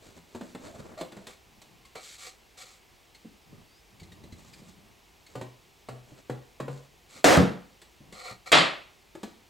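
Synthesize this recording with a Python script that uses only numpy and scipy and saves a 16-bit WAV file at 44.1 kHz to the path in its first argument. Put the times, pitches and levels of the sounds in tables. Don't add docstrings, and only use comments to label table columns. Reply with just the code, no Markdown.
import sys
import numpy as np
from scipy import signal
from scipy.fft import rfft, irfft, next_fast_len
from scipy.io import wavfile
from scipy.ndimage import uniform_filter1d

SR = 44100
rng = np.random.default_rng(int(sys.argv[2]) if len(sys.argv) > 2 else 0)


def digitize_waveform(pressure):
    field = np.atleast_2d(pressure).T
    bounded = np.clip(field, -1, 1)
    quanta = np.round(bounded * 32767).astype(np.int16)
    wavfile.write(sys.argv[1], SR, quanta)


N = 418509
AGE = np.arange(int(.55 * SR)) / SR


def amp(db):
    return 10 ** (np.asarray(db) / 20)


def unit(x):
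    return x / np.sqrt(np.mean(x ** 2) + 1e-20)


def at_level(x, db):
    return amp(db) * x / np.sqrt(np.mean(x[..., :int(.04 * SR)] ** 2))


def along(points, hz):
    freqs, values = np.transpose(points)
    return np.interp(np.log(hz + 1), np.log(freqs + 1), values)


def wobble(rate):
    knots = rng.standard_normal(int(N * rate / SR) + 4)
    return np.interp(np.arange(N) * rate / SR, np.arange(len(knots)), knots)


def filtered(x, response):
    n = x.shape[-1]
    padded = next_fast_len(n + 2048, real=True)
    return irfft(rfft(x, padded) * response(np.fft.rfftfreq(padded, 1 / SR)), padded)[..., :n]


def resonance(f, hz, width):
    return 1j * f * width / (hz * hz - f * f + 1j * f * width)


def add(track, s, sound):
    part = track[:, round(s * SR):][:, :sound.shape[1]]
    part += sound[:, :part.shape[1]]


def pulse(spectrum):
    n = 8192
    gains = amp(along(spectrum, np.fft.rfftfreq(n, 1 / SR)))
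    cepstrum = irfft(np.log(gains + 1e-5))
    cepstrum[1:n // 2] *= 2
    cepstrum[n // 2 + 1:] = 0
    return np.pad(irfft(np.exp(rfft(cepstrum))), (0, len(AGE) - n))


def ring(modes, attack):
    scatter_db = rng.normal(0, 2.2, len(modes))
    tones = sum(amp(db + luck - 60 * AGE / t60) * np.sin(2 * np.pi * (hz * AGE + rng.random()))
                for (hz, db, t60), luck in zip(modes, scatter_db))
    return tones * (1 - np.exp(-AGE / attack))


def contact(colour, t60, attack):
    t = AGE[:SR // 10]
    cluster = rng.standard_normal(len(t)) * amp(-60 * t / t60) * (1 - np.exp(-t / attack))
    sound = signal.fftconvolve(colour[:len(t)], cluster)
    return np.pad(sound, (0, len(AGE) - len(sound)))


def motion(s, length, db, t60, swell_db=0):
    start = int(np.clip(s * SR, 0, N))
    t = np.arange(min(int((length + t60) * SR), N - start)) / SR
    level_db = db - swell_db * np.maximum(1 - t / length, 0) - 60 * np.maximum(t - length, 0) / t60
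    onset = 1 - np.exp(-t / (.11 * length))
    return np.pad(amp(level_db) * onset, (start, N - start - len(t)))


# frequency in Hz, how alike left and right are (1 is identical).
LIKENESS = [(60, .65), (130, .62), (250, .58), (500, .44), (1000, .38), (2300, .42), (2700, 1)]

def diffuse(count):
    def shares(hz):
        angle = np.arccos(np.clip(along(LIKENESS, hz), 0, 1)) / 2
        return np.array([np.cos(angle), np.sin(angle)])
    mid, side = filtered(rng.standard_normal((2, count)), shares)
    return np.array([mid + side, mid - side])


def noise(spectrum):
    return unit(filtered(diffuse(N), lambda hz: amp(along(spectrum, hz))))


# frequency in Hz, fade time in seconds.
ROOM_FADE = [(60, 0.34), (200, 0.36), (500, .43), (1500, 0.43), (3500, 0.43), (7500, 0.33), (12000, 0.36)]

def room_tails(count):
    hz, t, bands = signal.stft(np.array([diffuse(len(AGE)) for _ in range(count)]), SR, nperseg=256)
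    fade = amp(-60 * t / along(ROOM_FADE, hz)[:, None])
    tails = signal.istft(bands * fade, SR, nperseg=256)[1][..., :len(AGE)]
    return tails / np.linalg.norm(tails[:, :1], axis=2, keepdims=True)


def in_room(x, tail, wet_db):
    echo = signal.fftconvolve(x[None], tail, axes=1)[:, :len(x)]
    return (x + amp(wet_db) * echo) / np.hypot(1, amp(wet_db))


# frequency in Hz, level in dB.
HUSH_COLOUR = [(20, -9.5), (45, 6.5), (130, -1.5), (260, -5), (400, -1), (560, -8), (760, -3.5),
               (1500, -12), (2200, -7.5), (4000, -12), (6000, -15), (7900, -17.5), (9500, -22),
               (15500, -22.5)]

def room_hush():
    return amp(-59.4) * noise(HUSH_COLOUR)


# start and length in seconds, hollow level and skin level in dB.
RUBS = [(0, .17, -56, -61), (.28, .23, -59, -61), (.6, .19, -49.5, -59.5), (.8, .2, -51, -69),
        (1.1, .18, -55.5, -68), (4.3, .42, -66, -62), (5.29, .06, -58, -62), (6.05, .13, -59, -66),
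        (6.69, .13, -59, -64), (7.11, .09, -58, -68)]
# start and length in seconds, level in dB.
GRIPS = [(1.4, .42, -64), (3.45, .16, -58), (3.87, .83, -56), (4.7, .22, -62), (8.02, .1, -58)]
# frequency in Hz, level in dB.
HOLLOW_COLOUR = [(40, -14), (80, -2.5), (140, -5.5), (230, -2), (420, -5), (600, -4), (750, -12.5),
                 (1000, -13), (1400, -15), (2300, -24.5), (5000, -52)]
SLIDE_COLOUR = [(900, -34.5), (1200, -5), (1600, -9), (2250, -2), (2700, -7), (3500, -3), (4300, -1.5),
                (5400, -7), (7700, -2), (9300, -14), (12000, -17), (15000, -28)]
HAND_COLOUR = [(29, -37), (50, -13.5), (81, -2.5), (205, -1), (257, -9), (393, -10.5), (443, -18),
               (1200, -18), (1560, -56), (2640, -120)]

def handling():
    t60 = .35
    hollow = sum(motion(s, length, db, t60) for s, length, db, _ in RUBS)
    skin = sum(motion(s, length, db, t60) for s, length, _, db in RUBS)
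    grip = sum(motion(s, length, db, t60) for s, length, db in GRIPS)
    stick = unit(amp(2.8 * wobble(45) + 2.5 * wobble(320)))
    return stick * (hollow * noise(HOLLOW_COLOUR) + skin * noise(SLIDE_COLOUR)
                    + grip * noise(HAND_COLOUR))


def thump(hz, thud):
    tone = unit(ring([(hz, 0, .11)], attack=.0023))
    return tone + amp(-1.5) * unit(contact(thud, t60=.087, attack=.0013))


# frequency in Hz, level in dB.
THUD_COLOUR = [(30, -32.5), (75, -25), (135, 1.5), (280, 0), (600, -13), (1500, -36), (5000, -59)]
CLACK_COLOUR = [(150, -13), (400, -1.5), (620, -1), (1000, -7.5), (2000, -15.5), (3500, -25), (9000, -63.5)]
TICK_COLOUR = [(500, -29.5), (1500, -4.5), (2000, -0.5), (3100, -2.5), (4300, 0.5), (5500, -9.5),
               (7800, -3), (10000, -14), (15500, -19.5)]
# start in seconds, clack level in dB, thump pitch in Hz, hardness from 0 to 1.
KNOCKS = [(.173, -59, 171, .3), (.347, -46, 245, .25), (.409, -46.5, 252, .26), (.548, -46.5, 255, .35),
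          (1.01, -40.5, 524, .45), (1.119, -53, 340, .55), (1.166, -51.5, 203, .35), (1.268, -50, 503, .8),
          (1.616, -62.5, 150, 1), (1.953, -49.5, 471, .66), (7.816, -62, 96, 1), (8.124, -54, 219, .7),
          (8.309, -54, 116, .5), (9.15, -50, 333, .33), (9.231, -43, 219.5, .5)]

def knocks():
    out, tails = np.zeros((2, N)), room_tails(count=6)
    thud, clack, tick = pulse(THUD_COLOUR), pulse(CLACK_COLOUR), pulse(TICK_COLOUR)
    for k, (s, db, hz, hardness) in enumerate(KNOCKS):
        sound = at_level(thump(hz, thud), db + 10 - 16 * hardness)
        sound += at_level(contact(clack, t60=.09, attack=.0015), db)
        sound += at_level(contact(tick, t60=.06, attack=.002), db - 17 + 23 * hardness)
        add(out, s, in_room(sound, tails[k % len(tails)], wet_db=-4))
    return out


# start and length in seconds, final level and swell in dB.
GROANS = [(.65, .12, -54, 0), (.965, .07, -40, 6), (1.14, .14, -61, 3)]

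def groans():
    level = sum(motion(s, length, db, t60=.06, swell_db=swell) for s, length, db, swell in GROANS)
    slips_per_second = 140 * amp(3.3 * wobble(90))
    slips_so_far = np.floor(np.cumsum(slips_per_second) / SR)
    jerks = np.diff(slips_so_far, prepend=0) * amp(2.5 * wobble(200))
    air = unit(filtered(jerks, lambda f: resonance(f, hz=640, width=150) ** 2))
    return in_room(level * air, room_tails(count=1)[0], wet_db=-13.5)


# start in seconds, level in dB, pitch in Hz.
NUDGES = [(.789, -49, 147), (3.247, -46.5, 220.5), (3.525, -50, 142), (4.015, -48, 88), (4.125, -55, 96),
          (4.236, -48, 88.8), (4.324, -47, 83.4), (4.617, -52, 203), (6.118, -50, 132), (8.004, -53, 140)]

def nudges():
    out, tails, thud = np.zeros((2, N)), room_tails(count=3), pulse(THUD_COLOUR)
    for k, (s, db, hz) in enumerate(NUDGES):
        add(out, s, in_room(at_level(thump(hz, thud), db), tails[k % len(tails)], wet_db=-3))
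    return out


# start and length in seconds, then final hiss, final body and hiss swell in dB.
STROKES = [(.975, .03, -53, -47, 0), (1.28, .03, -56, -55, 0), (1.951, .03, -54, -45.5, 0),
           (2.0, .15, -48.5, -67, 2), (2.18, .095, -44.5, -48, 5), (2.57, .057, -47, -51, 2),
           (2.65, .1, -59, -63, 0), (7.085, .1, -52, -52, 5), (8.118, .183, -48.5, -38.5, 7),
           (8.459, .014, -48, -41, 0)]
# pitch and width in Hz, level in dB.
DOWEL_TONES = [(509, 45, -3.5), (751, 27, -2), (1176, 90, -4.5), (1400, 50, -7), (1867, 68, -10),
               (2287, 85, -4.5), (4200, 190, -9)]

def sliding():
    def dowels(f):
        return sum((-1) ** k * amp(db) * resonance(f, hz, width)
                   for k, (hz, width, db) in enumerate(DOWEL_TONES))
    t60, body_swell_ratio = .2, 1.9
    hiss = sum(motion(s, length, db, t60, swell) for s, length, db, _, swell in STROKES)
    body = sum(motion(s, length, db, t60, body_swell_ratio * swell)
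               for s, length, _, db, swell in STROKES)
    catch = unit(amp(1.35 * wobble(60) + 2.1 * wobble(700)))
    return catch * (hiss * noise(SLIDE_COLOUR) + body * unit(filtered(diffuse(N), dowels)))


# start in seconds, level in dB, pitch in Hz.
CREAKS = [(1.85, -58, 1080), (3.146, -58, 2130), (3.997, -58, 2250), (4.03, -59, 2080), (4.118, -58, 1900),
          (4.236, -61, 2000), (4.322, -57.5, 2050), (4.533, -55.5, 2350), (5.264, -58, 2100)]
CREAK_HARMONICS_DB = [-2, 0, -9]

def creaks():
    out, tails, tick = np.zeros((2, N)), room_tails(count=3), pulse(TICK_COLOUR)
    attack, t60, jitter = .005, .05, .04
    envelope = amp(-60 * AGE / t60) * (1 - np.exp(-AGE / attack))
    for k, (s, db, hz) in enumerate(CREAKS):
        pitch = hz * (1 + jitter * wobble(900)[:len(AGE)])
        phase = 2 * np.pi * np.cumsum(pitch) / SR
        squeal = sum(amp(level) * np.sin(n * phase) for n, level in enumerate(CREAK_HARMONICS_DB, 1))
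        sound = unit(envelope * squeal) + unit(contact(tick, t60=.07, attack=.004))
        add(out, s, in_room(at_level(sound, db), tails[k % len(tails)], wet_db=-6))
    return out


# start and length in seconds, level in dB, first pitch in Hz, rise in Hz per second.
SQUEAK = (3.665, .135, -69, 4380, 5400)

def squeak():
    s, length, db, hz, rise = SQUEAK
    elapsed = np.clip(np.arange(N) / SR - s, 0, 2 * length)
    pitch = (hz + rise * elapsed) * (1 + .01 * wobble(500))
    return motion(s, length, db, t60=.08) * unit(np.sin(2 * np.pi * np.cumsum(pitch) / SR))


# pitch in Hz, level in dB, fade time in seconds.
BOARD_TONES = [(233, -4.5, 0.15), (280.4, -9.5, 0.19), (337, -12, 0.12), (489, 1.5, 0.061),
               (597, -6, 0.076), (677, -3, 0.08), (746, -5.5, 0.058), (1025, -6, 0.052), (1195, -13, .07),
               (1450, -17, 0.085), (1886, -19, 0.17)]
# start in seconds, knock and tick levels in dB, boom pitch in Hz, boom fade in seconds.
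SLIPS = [(5.353, -39, -53, 124.4, .2), (5.412, -40.5, -54, 123.7, .25), (5.886, -39.5, -54, 125.3, .43),
         (6.296, -34.3, -53.5, 129.4, .21), (6.6, -35.5, -52.5, 137, .25), (6.68, -36.8, -60, 138, .3)]

def slips():
    out = np.zeros((2, N))
    thud, clack, tick = pulse(THUD_COLOUR), pulse(CLACK_COLOUR), pulse(TICK_COLOUR)
    for (s, db, tick_db, hz, t60), tail in zip(SLIPS, room_tails(count=len(SLIPS))):
        knock = unit(ring(BOARD_TONES, attack=.00085))
        knock += amp(-.5) * unit(contact(clack, t60=.057, attack=.0013))
        knock += amp(-5) * unit(contact(thud, t60=.089, attack=.0023))
        sound = at_level(knock, db) + at_level(contact(tick, t60=.08, attack=.0015), tick_db)
        add(out, s, in_room(sound, tail, wet_db=-2.5))
        boom = at_level(ring([(hz, 0, t60)], attack=.032), db - 4.2)
        add(out, s, in_room(boom, tail, wet_db=-10.5))
    return out


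# frequency in Hz, level in dB.
BANG_COLOUR = [(30, -29.5), (120, -12.5), (180, -13.5), (265, -.5), (345, 0), (420, -6.5), (520, -.5),
               (760, -6), (1050, -11), (1800, -12), (2600, -18.5), (7700, -24), (10000, -32.5),
               (15500, -42)]
# start in seconds, bang and rip levels in dB.
BURST = (7.2432, -2.2, -20)

def burst(tail):
    out = np.zeros((2, N))
    s, bang_db, rip_db = BURST
    rip = at_level(contact(pulse(TICK_COLOUR), t60=.022, attack=.02), rip_db)
    add(out, s - .001, in_room(rip, tail, wet_db=-16.5))
    add(out, s, in_room(at_level(pulse(BANG_COLOUR), bang_db), tail, wet_db=26))
    return out


# frequency in Hz, level in dB.
BLOW_COLOUR = [(25, -25), (60, -13.5), (100, -1), (130, -3), (210, 2.5), (330, -8.5), (640, -18.5),
               (1000, -21), (1300, -15.5), (2200, -37), (8000, -63.5)]
# pitch in Hz, level in dB, fade time in seconds.
BASE_TONES = [(98.4, -10, 0.2), (138.8, -8.5, .33), (182.5, -1.5, 0.38), (210.3, -4, 0.27),
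              (269.5, -8, 0.27), (371, -19, .36), (450, -21.5, 0.43), (491, -19, 0.4), (623, -21.5, .28),
              (759, -19.5, 0.37)]
# start in seconds, then blow, ring and tick levels in dB.
FALL = (7.373, -14.5, -16, -37.5)

def board_fall(tail):
    out = np.zeros((2, N))
    s, blow_db, ring_db, tick_db = FALL
    blow = at_level(pulse(BLOW_COLOUR), blow_db)
    base = at_level(ring(BASE_TONES, attack=.0069), ring_db)
    tick = at_level(contact(pulse(TICK_COLOUR), t60=.025, attack=.001), tick_db)
    add(out, s - .003, in_room(tick, tail, wet_db=-17.5))
    add(out, s, in_room(base, tail, wet_db=-11.5))
    add(out, s + .00304, in_room(blow, tail, wet_db=-1))
    return out


# frequency in Hz, level in dB.
CLATTER_COLOUR = [(40, -28), (130, -17), (230, -12), (300, -0.5), (430, -4.5), (610, 0.5), (900, -4),
                  (1200, -1), (1600, -5), (2160, -3.5), (3200, -5.5), (4400, -8.5), (6000, -22.5),
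                  (7600, -19), (11500, -43), (15500, -57.5)]
# pitch in Hz, level in dB, fade time in seconds.
NAIL_TONES = [(771, -5.5, .3), (1027, -6, .26), (1717, -1, .26), (1864, -1.5, .26), (2066, 2, .25),
              (2170, -2, .25), (2590, -1, .26), (2659, -2.5, .25), (3175, 5.5, .25), (3260, 0.5, .24),
              (3317, -3, .24), (3413, 2, .24), (3900, -5, .25), (4050, -9, .25), (4300, -11, .24),
              (5652, -8, .18)]
# start in seconds, then clatter, thud and click levels in dB.
LANDINGS = [(8.5179, -19.5, -41, -29.5), (8.527, -13, -43, -39), (8.548, -21.5, -43, -47),
            (8.572, -19, -29, -57.5)]

def nail_block():
    out = np.zeros((2, N))
    clatter, thud, tick = pulse(CLATTER_COLOUR), pulse(THUD_COLOUR), pulse(TICK_COLOUR)
    for (s, db, thud_db, click_db), tail in zip(LANDINGS, room_tails(count=len(LANDINGS))):
        add(out, s, in_room(at_level(clatter, db) + at_level(thud, thud_db), tail, wet_db=20))
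        nails = at_level(ring(NAIL_TONES, attack=.00055), db - 8)
        click = at_level(contact(tick, t60=.046, attack=.002), click_db)
        add(out, s, in_room(nails + click, tail, wet_db=-11))
    return out


def scene():
    build_up = knocks() + nudges() + creaks() + sliding() + handling() + groans() + squeak() + slips()
    burst_tail, fall_tail = room_tails(count=2)
    return build_up + burst(burst_tail) + board_fall(fall_tail) + nail_block() + room_hush()


def limiter(x, ceiling_db, release_db_per_s):
    power = np.abs(uniform_filter1d(np.mean(x ** 2, axis=0), size=180))
    excess_db = np.maximum(10 * np.log10(power + 1e-12) - ceiling_db, 0)
    ramp = release_db_per_s * np.arange(N) / SR
    cut_db = np.maximum.accumulate(excess_db + ramp) - ramp
    return x * amp(-uniform_filter1d(cut_db, size=40))


def record(dry):
    held = limiter(dry, ceiling_db=-10.2, release_db_per_s=111)
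    rounded = held / (1 + (held / .8) ** 4) ** .25
    return filtered(rounded, lambda hz: hz < 15850)


dry = scene()
out = record(dry)
digitize_waveform(out)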